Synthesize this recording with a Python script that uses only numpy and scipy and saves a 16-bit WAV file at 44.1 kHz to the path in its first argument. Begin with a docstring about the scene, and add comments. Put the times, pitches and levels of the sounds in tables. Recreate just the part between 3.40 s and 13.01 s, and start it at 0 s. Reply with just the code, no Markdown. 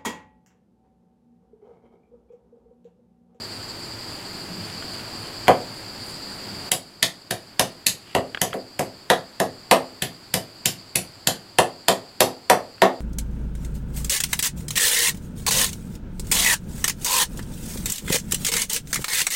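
"""Chopping on a wooden stump

A heavy knife chops meat and bone in a plank-walled yard shelter: one trial blow, then about three a second.
Each blow crunches through flesh, cracks on bone or wood and thuds into the stump; walls and roof answer.
Blows are shaped pulses, splintering noise and decaying modes; small clicks and sticky touches are noise too.
Behind them cicadas drone, a bush cricket pulses and the air hums, all filtered noise; a limiter tames peaks."""
import sys
import numpy as np
from scipy import signal
from scipy.fft import rfft, irfft, next_fast_len
from scipy.io import wavfile
from scipy.ndimage import uniform_filter1d, minimum_filter1d, map_coordinates

SR = 44100
rng = np.random.default_rng(int(sys.argv[2]) if len(sys.argv) > 2 else 0)


def unload_audio(sound):
    """Save the sound as a 16-bit wav file, at the path given as the first command line argument."""
    columns = np.transpose(np.atleast_2d(sound))
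    # keep every value between -1 and 1, then stretch to whole-number steps
    steps = np.round(np.clip(columns, -1, 1) * 32767)
    wavfile.write(sys.argv[1], SR, steps.astype(np.int16))


N = 423620

# Knife blows, by the energy each part takes. Each row: start in seconds, low push in dB, stump thud in dB,
# bone crack in dB, edge snap in dB.
KNIFE_BLOWS = [(2.081, 9, 23, 12, -1), (3.317, -3.5, 3.5, 8, 12), (3.6276, -1, 1.5, 15, 9.5),
               (3.9094, -1, 3, 4, 1.5), (4.195, 2, 11.5, 11, 11), (4.4666, -3.5, -8.5, 12.5, 14),
               (4.75, 5, 14.5, 7, -2), (5.0161, 2.5, 7, 6.5, 10), (5.141, -12, 6, -12, -22),
               (5.3932, 3, 10, 0, 0.5), (5.701, 2, 18, 15.5, 5), (6.0009, 0.5, 14, 5, 2.5),
               (6.3118, 4, 21, 16.5, 10.5), (6.6224, 2, -1, 5.5, 3.5), (6.9402, 4.5, 6, 6.5, 9),
               (7.2574, 2, -1.5, 9.5, 12), (7.557, 1.5, -1, 5.5, 11.5), (7.872, 4, 6.5, 12, 12),
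               (8.1859, 4.5, 19, 14, 9.5), (8.4832, 3, 16.5, 14.5, 11), (8.8053, 3.5, 17.5, 13.5, 13.5),
               (9.0989, 1.5, 21.5, 15, 10.5), (9.4193, 0, 22, 14.5, 3)]
# Small dry clicks close by. Each row: start in seconds, energy in dB.
NEAR_CLICKS = [(1.424, -9), (2.0715, -7), (4.9468, 0.5), (4.9734, -4), (5.1299, -2.5), (9.381, -21)]
# Modes of the stump and shelter booming together. Each row: frequency in Hz, relative level in dB,
# 60 dB decay in seconds.
BOOM_MODES = [(193.3, -8, 0.18), (258.7, -15, 0.41), (352.5, -11, 0.27), (394, -5, 0.2), (462, -8, 0.21),
              (501, -5.5, 0.16), (538, -4.5, 0.18), (626.4, 2.5, 0.084), (662, -3.5, 0.24),
              (730, -2.5, 0.21), (783, -15, 0.17), (903, -21, 0.099), (960, 7, 0.045), (1005, -8, 0.17),
              (1102, -9, 0.17), (1220, -22, 0.25), (1635, -16, 0.098), (1794, -19, 0.18)]
# Modes of the steel blade, damped by hand and meat. 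Each row: frequency in Hz, relative level in dB,
# 60 dB decay in seconds.
BLADE_MODES = [(2050, -3, 0.065), (2604, -5.5, 0.11), (3680, -12, 0.056), (4880, -8.5, 0.18),
               (7400, -10, 0.13), (10060, -6.5, 0.071), (10600, -24, .22)]
# Colour of the low push of a blow. Each row: frequency in Hz, relative level in dB.
PUSH_COLOUR = [(20, -40), (60, -12.5), (85, -7), (112, -1.5), (190, 0.5), (240, -7), (320, -9), (600, -34),
               (2500, -79)]
# Colour of the knock on the stump. Each row: frequency in Hz, relative level in dB.
THUD_COLOUR = [(40, -56), (150, -24.5), (330, -5), (520, 4), (740, 5), (1020, -4), (1300, -7), (2000, -35),
               (5000, -39), (12000, -76)]
# Colour of the bone crack. Each row: frequency in Hz, relative level in dB.
CRACK_COLOUR = [(60, -50), (500, -17.5), (1250, -12), (1750, 2.5), (2100, -2), (2400, -4), (2900, -0.5),
                (4200, -3.5), (6000, -14.5), (14000, -33)]
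# Colour of the edge snap. Each row: frequency in Hz, relative level in dB.
SNAP_COLOUR = [(200, -67), (2500, -18), (5000, -1), (7300, 4), (8600, 0), (10500, 2.5), (13000, -3),
               (15000, -9), (16000, -28)]
# Colour of the near clicks. Each row: frequency in Hz, relative level in dB.
CLICK_COLOUR = [(300, -7), (900, -9), (1600, -2), (2400, -8), (3300, -6), (4500, -25), (14000, -43)]
# Diffuse tail of the shelter. Each row: frequency in Hz, 60 dB decay in seconds.
SHELTER_DECAY = [(100, 0.32), (260, 0.46), (700, 0.31), (1840, .23), (4850, 0.21), (12800, .18)]
# Distinct wall echoes. Each row: delay in seconds, gain before the wall setting of each sound.
WALL_ECHOES = [(.0055, 0.37), (0.0133, 0.5), (0.016, 0.48), (.0335, 0.45)]
# Colour of the outdoor hush. Each row: frequency in Hz, relative level in dB.
AIR_COLOUR = [(25, -10.5), (70, -6.5), (108, -1.5), (150, -3.5), (230, -2.5), (350, -1.5), (480, -7.5),
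              (750, -7), (1500, -11), (3300, -15), (6000, -23), (10000, -25), (14500, -28.5), (16000, -35)]
# Bands of the cicada chorus. Each row: centre in Hz, width in Hz, relative level in dB.
CICADA_BANDS = [(4505, 590, -3), (4790, 370, 0), (7180, 300, -12.5), (7650, 820, -17), (8200, 330, -18.5)]
# Gain of insects and air, which drops as the steady chopping starts. Each row: time in seconds, gain in dB.
BACKGROUND_GAIN = [(2.05, 1), (2.25, -1), (3.294, 1.5), (3.298, -10.5), (7, -9), (9.6, -11)]
# Swells of a distant low hum. Each row: centre in seconds, level in dB before the background gain,
# half length in seconds.
HUM_SWELLS = [(1.2, -43, 0.39), (3.15, -47.5, 0.64)]
# Fingers shift the meat on the stump. Each row: centre in seconds, level in dB, brightness in dB per octave.
MEAT_TOUCHES = [(.8, -48.5, 0), (1.28, -43.5, -2), (1.58, -46.5, -1), (1.88, -45, -2), (2.7, -44.5, 10),
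                (4.7, -50.5, -3), (5.1, -50, -4)]
# Colour of those touches before the brightness tilt. Each row: frequency in Hz, relative level in dB.
RUSTLE_COLOUR = [(600, -28), (1500, 0), (3000, 10), (4500, -8), (9000, -2.5), (15000, -20)]

TIME = np.arange(N) / SR  # whole scene, seconds
T = TIME[:SR // 2]  # half a second, for one blow

# a blow that goes straight through to the wood tears less (dB, then dB per dB)
CRUNCH_DB, CRUNCH_PER_SNAP, CRUNCH_LOSS_PER_THUD = -3, 0.25, 0.45
# hard contact brightens the thud (dB per octave, then the same per dB of crack)
THUD_TILT_DB, THUD_TILT_PER_CRACK = -4.5, 0.42
# the deeper the edge sinks into wood, the duller the crack (dB per octave, then the same per dB of depth)
CRACK_TILT_DB, CRACK_TILT_PER_DEPTH = 1, 0.38
THUD_HZ, CRACK_HZ, RUSTLE_HZ = 620, 2730, 5000  # brightness turns about these
BLADE_DB = -12  # blade ring relative to the edge snap
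FLESH_LEAD_S, BONE_LAG_S, WOOD_LAG_S = 0.0036, 0.0003, 0.00098  # the edge meets flesh, then bone, then wood
TOUCH_S = 0.059  # half the length of one touch
# cricket level before its beat and the background gain
CRICKET_DB, CRICKET_HZ = -56, 9430
CRICKET_FIRST_S, CRICKET_STOP_S, CRICKET_PERIOD_S = 0.442, 5.1, 0.277
RUMBLE_DB, RUMBLE_SWING_DB = -50.5, 3  # before the background gain
TOP_HZ = 16400  # nothing remains above


def knife():
    """Blows that reach the wood thud and boom; those stopped by bone crunch, crack and ring the blade."""
    out = np.zeros(N)
    for s, push_db, thud_db, crack_db, snap_db in KNIFE_BLOWS:
        depth_db = thud_db - snap_db
        crunch_db = CRUNCH_DB + CRUNCH_PER_SNAP * snap_db - CRUNCH_LOSS_PER_THUD * thud_db
        crack_tilt_db = CRACK_TILT_DB - CRACK_TILT_PER_DEPTH * depth_db
        bone_colour = lean(CRACK_COLOUR, CRACK_HZ, crack_tilt_db)

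        push = shelter(pulse(PUSH_COLOUR), wet_db=1.5, walls=1.0)
        crack = shelter(fracture(bone_colour, t60=0.018, splinter_db=2.5), wet_db=-4.0, walls=0.24)
        snap = shelter(fracture(SNAP_COLOUR, t60=0.017, splinter_db=4.5), wet_db=-3, walls=0.077)
        blade = ring(BLADE_MODES, rise=0.00061)
        flesh = shelter(crunch(FLESH_LEAD_S), wet_db=-0.5, walls=0.16)
        thud = stump(THUD_TILT_DB + THUD_TILT_PER_CRACK * crack_db)

        edge = snap + amp(BLADE_DB) * blade
        add(out, s - FLESH_LEAD_S, amp(crunch_db) * flesh)
        add(out, s + BONE_LAG_S, amp(crack_db) * crack + amp(snap_db) * edge)
        add(out, s + WOOD_LAG_S, amp(push_db) * push + amp(thud_db) * thud)
    return out


def crunch(lead):
    """Tearing noise: the edge rips through skin and flesh, building until it lands, then dying fast."""
    build = np.minimum(T / lead, 1) ** 0.5
    release = fade(np.maximum(T - lead, 0), 0.0024)
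    tearing = rng.standard_normal(len(T)) * build * release
    colour = pulse(CRACK_COLOUR) + amp(-3.0) * pulse(SNAP_COLOUR) + amp(-22) * pulse(THUD_COLOUR)
    return packet(through(tearing, colour))


def fracture(spectrum, t60, splinter_db):
    """One main break, then a dying burst of irregular splinters, splinter_db relative to the break."""
    uneven = amp(3 * rng.standard_normal(len(T)))
    splinters = rng.standard_normal(len(T)) * uneven
    breaks = signal.unit_impulse(len(T)) + amp(splinter_db) * packet(splinters * fade(T, t60))
    return packet(through(breaks, pulse(spectrum)))


def stump(tilt_db):
    """A short wooden knock, its wall echoes and the boom that builds behind it."""
    knock = shelter(pulse(lean(THUD_COLOUR, THUD_HZ, tilt_db)), wet_db=4.5, walls=1.47)
    boom = ring(lean(BOOM_MODES, THUD_HZ, tilt_db), rise=0.0098)
    return packet(knock + boom)


def ring(modes, rise):
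    """Decaying modes, struck with new strengths and phases each time; rise in seconds softens the onset."""
    hz, db, t60 = np.transpose(modes)[:, :, None]
    phases = rng.uniform(0, 2 * np.pi, hz.shape)
    strengths = amp(db + 2.5 * rng.standard_normal(db.shape))
    partials = strengths * fade(T, t60) * np.sin(2 * np.pi * hz * T + phases)
    return packet(partials.sum(0) * (1 - np.exp(-T / rise)))


def shelter(x, wet_db, walls):
    """Direct sound, distinct wall echoes and a diffuse tail with its own decay at each frequency."""
    hz, t, z = signal.stft(rng.standard_normal(len(T)), SR, nperseg=256)
    decay = fade(t, along(SHELTER_DECAY, hz)[:, None])
    tail = signal.istft(z * decay, SR, nperseg=256)[1][:len(T)]
    paths = signal.unit_impulse(len(T))
    for delay, gain in WALL_ECHOES:
        add(paths, delay, np.array([walls * gain]))
    build = 1 - np.exp(-T / 0.0026)
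    diffuse = through(x, tail * build)
    return packet(through(packet(x), paths) + amp(wet_db) * packet(diffuse))


def clicks():
    """Light clicks with long splintering, so near that they hardly stir the shelter."""
    out = np.zeros(N)
    for s, db in NEAR_CLICKS:
        click = fracture(CLICK_COLOUR, t60=0.024, splinter_db=17)
        add(out, s, amp(db) * shelter(click, wet_db=-19, walls=0.042))
    return out


def handling():
    """Faint sticky crackle of skin and flesh at each touch: noise whose level flutters quickly."""
    crackle = rng.standard_normal(N) * amp(4.6 * wobble(250))
    out = np.zeros(N)
    for s, db, tilt_db in MEAT_TOUCHES:
        colour = lean(RUSTLE_COLOUR, RUSTLE_HZ, tilt_db)
        touch = unit(filtered(crackle, lambda hz: amp(along(colour, hz))))
        out += amp(db) * swell(s, TOUCH_S) * touch
    return out


def insects():
    """A gently flickering cicada chorus and one thin, pulsing bush cricket that stops halfway."""
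    chorus_db = -39.5 + 0.23 * wobble(2.93) + 1.4 * wobble(40)
    chorus = noise_bands(CICADA_BANDS) * amp(chorus_db)
    beat = np.abs(np.cos(np.pi * (TIME - CRICKET_FIRST_S) / CRICKET_PERIOD_S)) ** 3
    cricket = amp(CRICKET_DB) * noise_bands([(CRICKET_HZ, 200, 0)]) * beat
    return chorus + cricket * (TIME < CRICKET_STOP_S)


def air():
    """Outdoor hush, a rumble that swells and sinks, and a far hum that comes and goes, all from noise."""
    hush = unit(filtered(rng.standard_normal(N), lambda hz: amp(along(AIR_COLOUR, hz))))
    hush *= amp(-39.5 + 0.48 * wobble(2.64))
    rumble = noise_bands([(106.0, 22, 0)]) * amp(RUMBLE_DB + RUMBLE_SWING_DB * wobble(1.89))
    hum_level = sum(amp(db) * swell(s, half_length) for s, db, half_length in HUM_SWELLS)
    hum = noise_bands([(173.4, 26, 5.5), (207, 25, 3)]) * hum_level
    return hush + rumble + hum


def noise_bands(bands):
    """Noise narrowed to (Hz, width Hz, dB) bands, as when many distant sources merge."""
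    def response(f):
        """Sum of rounded peaks."""
        total = 0
        for hz, width, db in bands:
            offset = (f - hz) / width
            total = total + amp(db) / (1 + (2 * offset) ** 2) ** 0.5 / (1 + offset ** 2)
        return total
    return unit(filtered(rng.standard_normal(N), response))


def amp(db):
    """Decibels to gain."""
    return 10 ** (np.asarray(db) / 20)


def unit(x):
    """Scale to rms 1."""
    return x / np.sqrt(np.mean(x ** 2) + 1e-20)


def packet(x):
    """Scale to energy 1."""
    return x / (np.linalg.norm(x) + 1e-20)


def along(points, hz):
    """Read (Hz, value) points on a log frequency axis."""
    f, v = np.transpose(points)
    return np.interp(np.log(hz + 1), np.log(f + 1), v)


def lean(rows, pivot_hz, tilt_db):
    """Tilt a (Hz, dB, ..) table over the octave on each side of the pivot, level beyond."""
    out = np.array(rows, float)
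    out[:, 1] += tilt_db * np.clip(np.log2(out[:, 0] / pivot_hz), -1, 1)
    return out


def curve(rows):
    """Draw (s, value) rows as one value per sample."""
    return np.interp(TIME, *np.transpose(rows))


def wobble(rate):
    """A smooth random curve, rate knots a second."""
    knots = rng.standard_normal(int(N * rate / SR) + 4)
    return map_coordinates(knots, [TIME * rate])


def swell(s, half_length):
    """A smooth rise and fall about time s."""
    return np.exp(-((TIME - s) / half_length) ** 2)


def fade(t, t60):
    """Exponential decay that loses 60 dB in t60 seconds."""
    return np.exp(-np.log(1000) * t / t60)


def filtered(x, response):
    """Shape the spectrum of x by a response of frequency, padded against wrap-around."""
    m = next_fast_len(N + SR // 2)
    return irfft(rfft(x, m) * response(np.fft.rfftfreq(m, 1 / SR)), m)[:N]


def pulse(spectrum, size=4096):
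    """The tightest causal (minimum-phase) pulse with this colour, by folding its cepstrum."""
    cepstrum = irfft(np.log(amp(along(spectrum, np.fft.rfftfreq(size, 1 / SR)))))
    cepstrum[1:size // 2] *= 2
    cepstrum[size // 2 + 1:] = 0
    return packet(irfft(np.exp(rfft(cepstrum))))


def through(x, response):
    """Convolve, keeping half a second."""
    return signal.fftconvolve(x, response)[:len(T)]


def add(track, s, sound):
    """Mix a sound in at time s."""
    part = track[max(round(s * SR), 0):][:len(sound)]
    part += sound[:len(part)]


def scene():
    """The chopping in front of its background."""
    foreground = knife() + clicks() + handling()
    background = amp(curve(BACKGROUND_GAIN)) * (insects() + air())
    return (foreground + background)[None]


def record(dry):
    """A fast limiter holds the blows at full scale, then the top of the treble is rolled off."""
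    needed = 1 / np.maximum(np.abs(dry[0]), 1)
    gain = uniform_filter1d(minimum_filter1d(needed, size=25), size=25)  # sizes in samples
    return filtered(dry[0] * gain, lambda hz: np.clip((TOP_HZ - hz) / 700, 0, 1))[None]


dry = scene()
out = record(dry)
unload_audio(out)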